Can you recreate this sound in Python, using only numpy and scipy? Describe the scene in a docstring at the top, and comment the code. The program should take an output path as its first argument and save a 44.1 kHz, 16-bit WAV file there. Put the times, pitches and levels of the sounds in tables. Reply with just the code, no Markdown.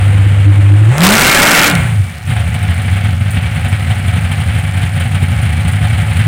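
"""A V8 with a big camshaft, heard from beside the car on a concrete apron, holds a smooth fast idle,
is revved once, coasts down on a closed throttle and falls into a loping idle: about twelve surges a
second, each a weak and a strong chug with a raspy spit. The periodic part of its firings is a hum;
the uneven part excites the pipe resonances as a boom. Turbulent gas adds rasp, roar and hiss, and
steep pressure fronts click. At the height of the rev the microphone overloads and crackles."""
import sys
import numpy as np
from scipy import signal
from scipy.fft import rfft, irfft, next_fast_len
from scipy.io import wavfile
from scipy.ndimage import uniform_filter1d, map_coordinates

SR = 44100
rng = np.random.default_rng(int(sys.argv[2]) if len(sys.argv) > 2 else 0)


def put_to_file(sound):
    """Save the sound as 16-bit audio at rate SR, in the file named by the first command-line argument."""
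    columns = np.atleast_2d(sound).T  # one column per channel
    safe = np.clip(columns, -1, 1)
    whole_steps = np.round(safe * 32767)
    wavfile.write(sys.argv[1], SR, whole_steps.astype(np.int16))


N = 276507
TIME = np.arange(N) / SR

# engine speed: time_s, firing_rate_hz
FIRING_RATE = [(0, 99.4), (.72, 100.3), (.88, 109.4), (1.04, 179.7), (1.2, 239.9), (1.36, 282.4),
               (1.5, 295.6), (1.7, 293.4), (1.84, 242.3), (2.0, 198.7), (2.3, 112), (2.42, 94.9)]
# load and unevenness of the cylinders: time_s, throttle_fraction, unevenness_fraction
EFFORT = [(0, 0.29, 0.7), (.85, 0.55, 0.9), (.95, 0.99, 0.4), (1.3, 1, 0.82), (1.68, 0.97, 0.36),
          (1.78, 0.67, 0.02), (2.0, 0.19, .4), (2.2, 0.04, 0.78)]
# departure of each cylinder from the nominal pulse, in firing order: offset_fraction
CYLINDER_OFFSETS = np.array([0.16, -0.48, 0.23, -0.92, -0.56, 0.0064, -0.026, -0.62])
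# hunting of the low idle: time_s, surge_rate_hz
SURGE_RATE = [(2.26, 12.1), (2.55, 12.85), (2.83, 11.46), (3.12, 13.2), (3.41, 10.57), (3.69, 11.71),
              (3.98, 11.21), (4.26, 12.65), (4.55, 10.97), (4.84, 10.38), (5.12, 10.66), (5.41, 14.71),
              (5.7, 12.41), (5.98, 11.06), (6.27, 11.46)]
# the weak and the strong blow-down of a surge: phase_cycles, strength_db
SURGE_BLOWS = [(0.168, -5), (0.552, -2)]
# hard blow-downs that stand out of the lope: start_s, boom_db, rasp_db, hiss_db
HARD_SPITS = [(2.265, -14, -7, 2), (2.3, -7, -1, -2), (2.357, -13, 1, -6), (2.538, -27, -2, 6),
              (2.69, -5, -22, -1), (2.91, 3, -10, 7), (3.035, -18, -16.5, -4), (3.36, -5, -10, -9),
              (3.545, -19, -8, -1.5), (3.715, -3, -6, -19), (4.066, -10, -15, 1), (4.147, -5, -15, -15),
              (4.31, -30, -1, 4), (4.399, -23, -10, -1), (4.46, -7, -20, -5), (4.541, -1, -7, -1),
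              (4.812, -6, -0.5, -3), (4.96, -9, -3, -4), (4.997, -6, 4.5, 3), (5.138, -25, -3, -1),
              (5.826, -20, -5, -4)]
# envelope of the firing note: time_s, level_db
NOTE_LEVEL = [(0, -8.5), (.89, -2), (.96, -13.5), (1.03, -8.5), (1.15, -12), (1.3, -53), (1.7, -18.5),
              (1.85, -72)]
# beat of the two banks, strongest while coasting down: time_s, level_db
BEAT_LEVEL = [(.9, -50), (1.1, -30), (1.68, -34), (1.75, -6.5), (1.81, -23.5), (2.01, -6), (2.08, -24),
              (2.4, -69)]
# pipe response that weights the partials of the beat: frequency_hz, gain_db
BEAT_RESPONSE = [(40, -40), (75, -11), (98, 4.5), (118, -7), (140, -8), (172, .5), (200, -12.5),
                 (300, -24)]
# envelope of the boom: time_s, level_db
BOOM_LEVEL = [(0, -12.5), (.55, -16), (1.1, -23), (1.68, -29.5), (1.78, -10), (2.05, -23.5), (2.23, -25),
              (2.28, -10), (5.1, -10), (5.6, -7.5)]
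# exhaust pipe resonances: pitch_hz, width_hz, gain_db
PIPE_MODES = [(82.6, 9.3, -14.5), (88.9, 17, -5.5), (108, 14.4, 0), (147.5, 16.7, -4.5), (222.5, 15, -13),
              (277.3, 26, -9.5)]
# the muffler passes only low notes: frequency_hz, gain_db
MUFFLER = [(20, -31), (45, -54), (65, 14), (240, 3.5), (320, -23), (450, -14), (1200, -73), (3000, -100)]
# envelopes of the gas noise: time_s, rasp_db, hiss_db
GAS_LEVELS = [(0, -26, -36.5), (.35, -28.5, -41), (.87, -28, -38), (.99, -20.5, -28.5), (1.05, -13.5, -23),
              (1.35, -11.5, -20), (1.64, -12, -24), (1.73, -18, -27.5), (2.0, -33.5, -40), (2.25, -31, -43),
              (2.29, -27, -37.5), (3.03, -25, -38.5), (3.18, -31, -41), (3.36, -25.5, -37.5),
              (5.35, -26, -36.5), (6.27, -24, -35.5)]
# rasp at light throttle: frequency_hz, gain_db
RASP_SPECTRUM = [(160, -53), (280, -28), (338, -10.5), (449, -14), (564, -9), (612, -10.5), (748, -1),
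                 (980, -14.5), (1340, -5.5), (1430, -4.5), (2230, -1.5), (2450, -5), (3120, -7),
                 (5000, -25.5), (7000, -47), (9100, -38), (15400, -120)]
# ringing of pipes and muffler shells, relative to the broad rasp: pitch_hz, width_hz, gain_db
SHELL_MODES = [(558, 14, 2), (725, 20, -1), (847.5, 14, 5.5), (1280, 9, 0.5), (1507, 14, -7),
               (2294, 9.4, 4.5), (3030, 70, -20), (4180, 32, 2.5)]
# higher wall resonances rung by a spit: pitch_hz, width_hz, gain_db
SPIT_MODES = [(3120, 190, 0.5), (3630, 440, -2)]
# roar at open throttle: frequency_hz, gain_db
ROAR_SPECTRUM = [(25, -3), (100, -4), (200, 5), (400, -2.5), (1100, -2.5), (1500, -2), (2300, -4),
                 (3200, -11), (5000, -27), (8000, -13.5), (15000, -75)]
# low bark as the engine pulls up, relative to the broad roar: pitch_hz, width_hz, gain_db
BARK_MODES = [(550, 110, 1.5), (830, 420, -12.5), (1200, 240, -23), (2230, 280, -22)]
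# scream at high speed, relative to the broad roar: pitch_hz, width_hz, gain_db
SCREAM_MODES = [(577, 39, -5), (1402, 68, 6.5), (1537, 39, 2), (1710, 30, 4), (1884, 21, 3),
                (2158, 39, 11.5), (2382, 28, 7.5), (2740, 55, 2)]
# hiss of the exhaust jet: frequency_hz, gain_db
HISS_SPECTRUM = [(2940, -44), (5000, -51.5), (6320, -11.5), (9190, 6.5), (9740, 3.5), (11700, -22.5),
                 (13200, -11), (15100, -3), (16000, -56)]
# clicks of the pressure fronts: frequency_hz, gain_db
CLICK_SPECTRUM = [(2500, -30), (4200, 6), (5800, -9), (9000, -5), (12000, -6), (15000, 4)]
# envelope of the overload crackle: time_s, level_db
CRACKLE_LEVEL = [(1.015, -53), (1.04, -6), (1.12, -13), (1.67, -13), (1.73, -44)]
# single cracks as the overload sets in and lets go: start_s, level_db
CRACKS = [(.982, -5.5), (1.007, -5), (1.019, -2), (1.026, -5), (1.033, -4), (1.699, -1), (1.713, -7),
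          (1.753, -8)]
# colour of the crackle: frequency_hz, gain_db
CRACKLE_SPECTRUM = [(30, -1), (500, 5), (3000, 10), (8000, 3), (11000, -.5), (16000, -2.5)]

LOPE_START_S = SURGE_RATE[0][0]


def firings(count, unevenness, throttle, scatter_db=4.5, jitter_s=.0016, stumble=.3):
    """Uneven combustion varies the time and size of the exhaust pulse released at each whole count."""
    number = np.arange(1, int(count[-1]))
    times = np.interp(number, count, TIME)
    rough = np.interp(times, TIME, unevenness)
    size_draw, time_draw = rng.standard_normal((len(number), 2)).T
    sizes = 1 + rough * CYLINDER_OFFSETS[number % len(CYLINDER_OFFSETS)]
    sizes *= amp(scatter_db * rough * size_draw)
    # without load the crank speeds up and slows down from firing to firing
    slack = np.interp(times, TIME, 1 - throttle)
    drift = stumble * np.interp(times, TIME, wobble(22)) * np.gradient(times)
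    return times + slack * rough * (jitter_s * time_draw + drift), sizes


def blowdowns(scatter_s=.004, scatter_db=3):
    """A hunting idle releases gas twice in each surge; gives the times and strengths in dB."""
    count = np.cumsum(curves(SURGE_RATE)[0] * (TIME > LOPE_START_S)) / SR
    phase, db = np.transpose(SURGE_BLOWS)
    surges = np.arange(int(count[-1]) + 1)
    marks = (surges[:, None] + phase).ravel()
    time_draw, size_draw = rng.standard_normal((len(marks), 2)).T
    times = np.interp(marks, count, TIME) + scatter_s * time_draw
    return times, np.tile(db, len(surges)) + scatter_db * size_draw


def hum(count, waver_db=1.76):
    """Periodic firing gives a harmonic note; lower harmonics of the engine cycle beat together."""
    note_db, beat_db, firing_hz = curves(NOTE_LEVEL)[0], curves(BEAT_LEVEL)[0], curves(FIRING_RATE)[0]
    cylinders = len(CYLINDER_OFFSETS)
    phase = 2 * np.pi * count
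    tone = np.sin(phase) + amp(-35) * np.sin(3 * phase) + amp(-32.5) * np.sin(5 * phase)
    note = np.sqrt(2) * tone * amp(waver_db * wobble(25.7))
    beat = np.zeros(N)
    for order, db in enumerate([-17, 3.5, -1.5, -1.5], start=cylinders // 2 - 1):
        pipe_gain = gain_at(BEAT_RESPONSE, order * firing_hz / cylinders)
        beat += pipe_gain * np.sin(order * phase / cylinders) * amp(db + wobble(23.16))
    return amp(note_db) * note + amp(beat_db) * unit_rms(beat, .068)


def boom(times, sizes, strength, cutoff_hz=52):
    """Uneven pulses excite the pipe resonances; a narrow tailpipe cannot radiate the deepest bass."""
    # before the lope, what all firings share is heard as the hum instead
    shared = times < LOPE_START_S
    pulses = impulses(times, sizes - shared)
    ringing = filtered(pulses, lambda hz: resonances(PIPE_MODES, hz) * gain_at(MUFFLER, hz))
    chugs = amp(curves(BOOM_LEVEL)[0]) * unit_rms(ringing, .036) * strength
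    return filtered(chugs, lambda hz: hz ** 4 / np.hypot(hz ** 4, cutoff_hz ** 4))


def lope(blows, hard_db, weak_db=-3, chug_s=.031, edge_s=.0114):
    """Amplitude modulation: at low idle the cylinders burn well only briefly at each blow-down."""
    def runs(times, db):
        return uniform_filter1d(impulses(times + chug_s / 2, amp(db)), int(chug_s * SR)) * chug_s * SR
    strength = amp(weak_db) + runs(*blows) + runs(np.transpose(HARD_SPITS)[0], hard_db)
    strength = np.where(TIME < LOPE_START_S, 1, strength / (1 + amp(weak_db)))
    return uniform_filter1d(strength, int(edge_s * SR) + 1)


def puffs(times, sizes, decay_s, steady_flow=3.8):
    """Turbulence makes broadband noise, which swells with the puff of gas from each firing."""
    flow = decays(times, sizes, decay_s, length=SR // 30)
    return rng.standard_normal(N) * (steady_flow + unit_rms(flow, .44))


def rasp(times, sizes, throttle, pulse_db=-7.5):
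    """Gas noise forces the pipe walls to ring; under load, steep pressure fronts join in as a roar."""
    def ring(x, spectrum, modes):
        return filtered(x, lambda hz: gain_at(spectrum, hz) * (1 + resonances(modes, hz)))
    gas = puffs(times, sizes, decay_s=.0059)
    light = unit_rms(ring(gas, RASP_SPECTRUM, SHELL_MODES), .1)
    fronts = unit_rms(gas, .14) + amp(pulse_db) * unit_rms(impulses(times, sizes), .07)
    bark = unit_rms(ring(fronts, ROAR_SPECTRUM, BARK_MODES), .048)
    scream = unit_rms(ring(fronts, ROAR_SPECTRUM, SCREAM_MODES), .048)
    fast = np.interp(curves(FIRING_RATE)[0], [190, 260], [0, 1])
    roar = (1 - fast) * bark + fast * scream
    return np.sqrt(1 - throttle) * light + np.sqrt(throttle) * roar


def spits(blows, hard_db, between_db, rise_s, decay_s, kicks=0):
    """Transient flow: the relative gas speed flares at each blow-down and decays exponentially."""
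    times, db = blows
    t = np.arange(SR // 5) / SR
    shape = (1 - np.exp(-t / rise_s)) ** 2 * np.exp(-t / decay_s)
    starts = impulses(times, amp(db)) + impulses(np.transpose(HARD_SPITS)[0], amp(hard_db)) + kicks
    flares = signal.fftconvolve(starts, shape / shape.max())[:N]
    return unit_rms(amp(between_db) + flares, .5)


def brightened(x, gas_speed):
    """Flow noise grows louder and brighter with gas speed, and duller between spits."""
    walls = filtered(x, lambda hz: resonances(SPIT_MODES, hz))
    return gas_speed * (x + (gas_speed - 1) * walls)


def hiss(times, sizes, throttle, blows, hard_db):
    """The turbulent jet hisses; fronts steepen into clicks under throttle or at the top of a spit."""
    jet = filtered(puffs(times, sizes, decay_s=.0061), lambda hz: gain_at(HISS_SPECTRUM, hz))
    gas_speed = spits(blows, hard_db, between_db=-5.5, rise_s=.0022, decay_s=.013, kicks=ticks())
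    steepness = throttle + np.clip(gas_speed - 1, 0, 1)
    return gas_speed * (unit_rms(jet, .2) + steepness * amp(-9) * clicks(times))


def clicks(times, spread_db=5, decay_s=.002):
    """A steep pressure front leaves the pipe as a click, a few much louder than the rest."""
    sizes = amp(spread_db * np.clip(rng.standard_normal(len(times)), -2, 2))
    bursts = decays(times, sizes, decay_s, length=SR // 50) * rng.standard_normal(N)
    clatter = filtered(bursts, lambda hz: gain_at(CLICK_SPECTRUM, hz))
    return clatter / clatter.std()


def ticks(start_s=2.287, rate_hz=26.55, strength_db=-5, scatter_db=6):
    """A periodic train of uneven impulses, heard as a tick in the hiss of the low idle."""
    times = np.arange(start_s, N / SR, 1 / rate_hz)
    return impulses(times, amp(strength_db + scatter_db * rng.standard_normal(len(times))))


def crackle(rate_hz=700, spread_db=7):
    """Driven past its linear range, the microphone breaks up in short broadband bursts."""
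    time_draw, size_draw = rng.random((int(rate_hz * N / SR), 2)).T
    dense = decays(time_draw * N / SR, amp(spread_db * size_draw), decay_s=.00053, length=SR // 100)
    crack_times, crack_db = np.transpose(CRACKS)
    single = decays(crack_times, amp(crack_db), decay_s=.00061, length=SR // 100)
    envelope = amp(curves(CRACKLE_LEVEL)[0]) * unit_rms(dense, .11) + single
    return filtered(envelope * rng.standard_normal(N), lambda hz: gain_at(CRACKLE_SPECTRUM, hz))


def amp(db):
    """Amplitude ratio of a level in decibels."""
    return 10 ** (np.asarray(db) / 20)


def curves(rows):
    """Linear interpolation of each column after the time, one value per sample."""
    times, *columns = np.transpose(rows)
    return [np.interp(TIME, times, column) for column in columns]


def wobble(rate_hz):
    """Slow random fluctuation: a spline through rate_hz knots a second."""
    return map_coordinates(rng.standard_normal(int(N * rate_hz / SR) + 4), [TIME * rate_hz])


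def unit_rms(x, window_s):
    """Normalisation of x by its running rms."""
    size = int(window_s * SR / 2) + 1
    power = uniform_filter1d(uniform_filter1d(x * x, size), size)
    return x / np.sqrt(np.abs(power) + 1e-14)


def filtered(x, response):
    """Linear filtering: the spectrum of x times a frequency response."""
    size = next_fast_len(N + SR // 2)
    return irfft(rfft(x, size) * response(np.fft.rfftfreq(size, 1 / SR)), size)[:N]


def gain_at(points, hz):
    """Magnitude response interpolated on a logarithmic frequency axis."""
    frequency_hz, gain_db = np.transpose(points)
    return amp(np.interp(np.log(hz + 1), np.log(frequency_hz + 1), gain_db))


def resonances(modes, hz):
    """Superposition of the complex responses of damped modes."""
    return sum(amp(db) * 1j * hz * width / (pitch * pitch - hz * hz + 1j * hz * width)
               for pitch, width, db in modes)


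def impulses(times, sizes):
    """Impulse train, each impulse shared between its two nearest samples."""
    at = np.clip(times * SR, 0, N - 2)
    i = at.astype(int)
    return np.bincount(i, sizes * (1 - at + i), N) + np.bincount(i + 1, sizes * (at - i), N)


def decays(times, sizes, decay_s, length):
    """Convolution of impulses with an exponential decay, length samples long."""
    t = np.arange(length) / SR
    return signal.fftconvolve(impulses(times, sizes), np.exp(-t / decay_s))[:N]


def scene():
    """Superposition of hum, boom, rasp and hiss, all driven by the same firings, and the crackle."""
    rasp_db, hiss_db = curves(GAS_LEVELS)
    throttle, unevenness = np.clip(curves(EFFORT), 0, 1)
    _, hard_boom_db, hard_rasp_db, hard_hiss_db = np.transpose(HARD_SPITS)
    blows = blowdowns()
    firing_count = np.cumsum(curves(FIRING_RATE)[0]) / SR
    times, sizes = firings(firing_count, unevenness, throttle)
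    low = hum(firing_count) + boom(times, sizes, lope(blows, hard_boom_db))
    mid = amp(rasp_db + 3.3 * throttle ** 2) * rasp(times, sizes, throttle)
    mid = brightened(mid, spits(blows, hard_rasp_db, between_db=-.5, rise_s=.0059, decay_s=.024))
    # the hiss falls behind the roar as the throttle opens
    high = amp(hiss_db - 6.1 * throttle ** 2) * hiss(times, sizes, throttle, blows, hard_hiss_db)
    return (low + mid + high + crackle())[None]


def record(dry):
    """Saturation in the microphone flattens loud peaks; a band limit removes the highest treble."""
    ceiling, knee, top_hz = .82, 7.5, 15900
    saturated = dry[0] / (1 + np.abs(dry[0] / ceiling) ** knee) ** (1 / knee)
    return filtered(saturated, lambda hz: hz < top_hz)[None]


dry = scene()
out = record(dry)
put_to_file(out)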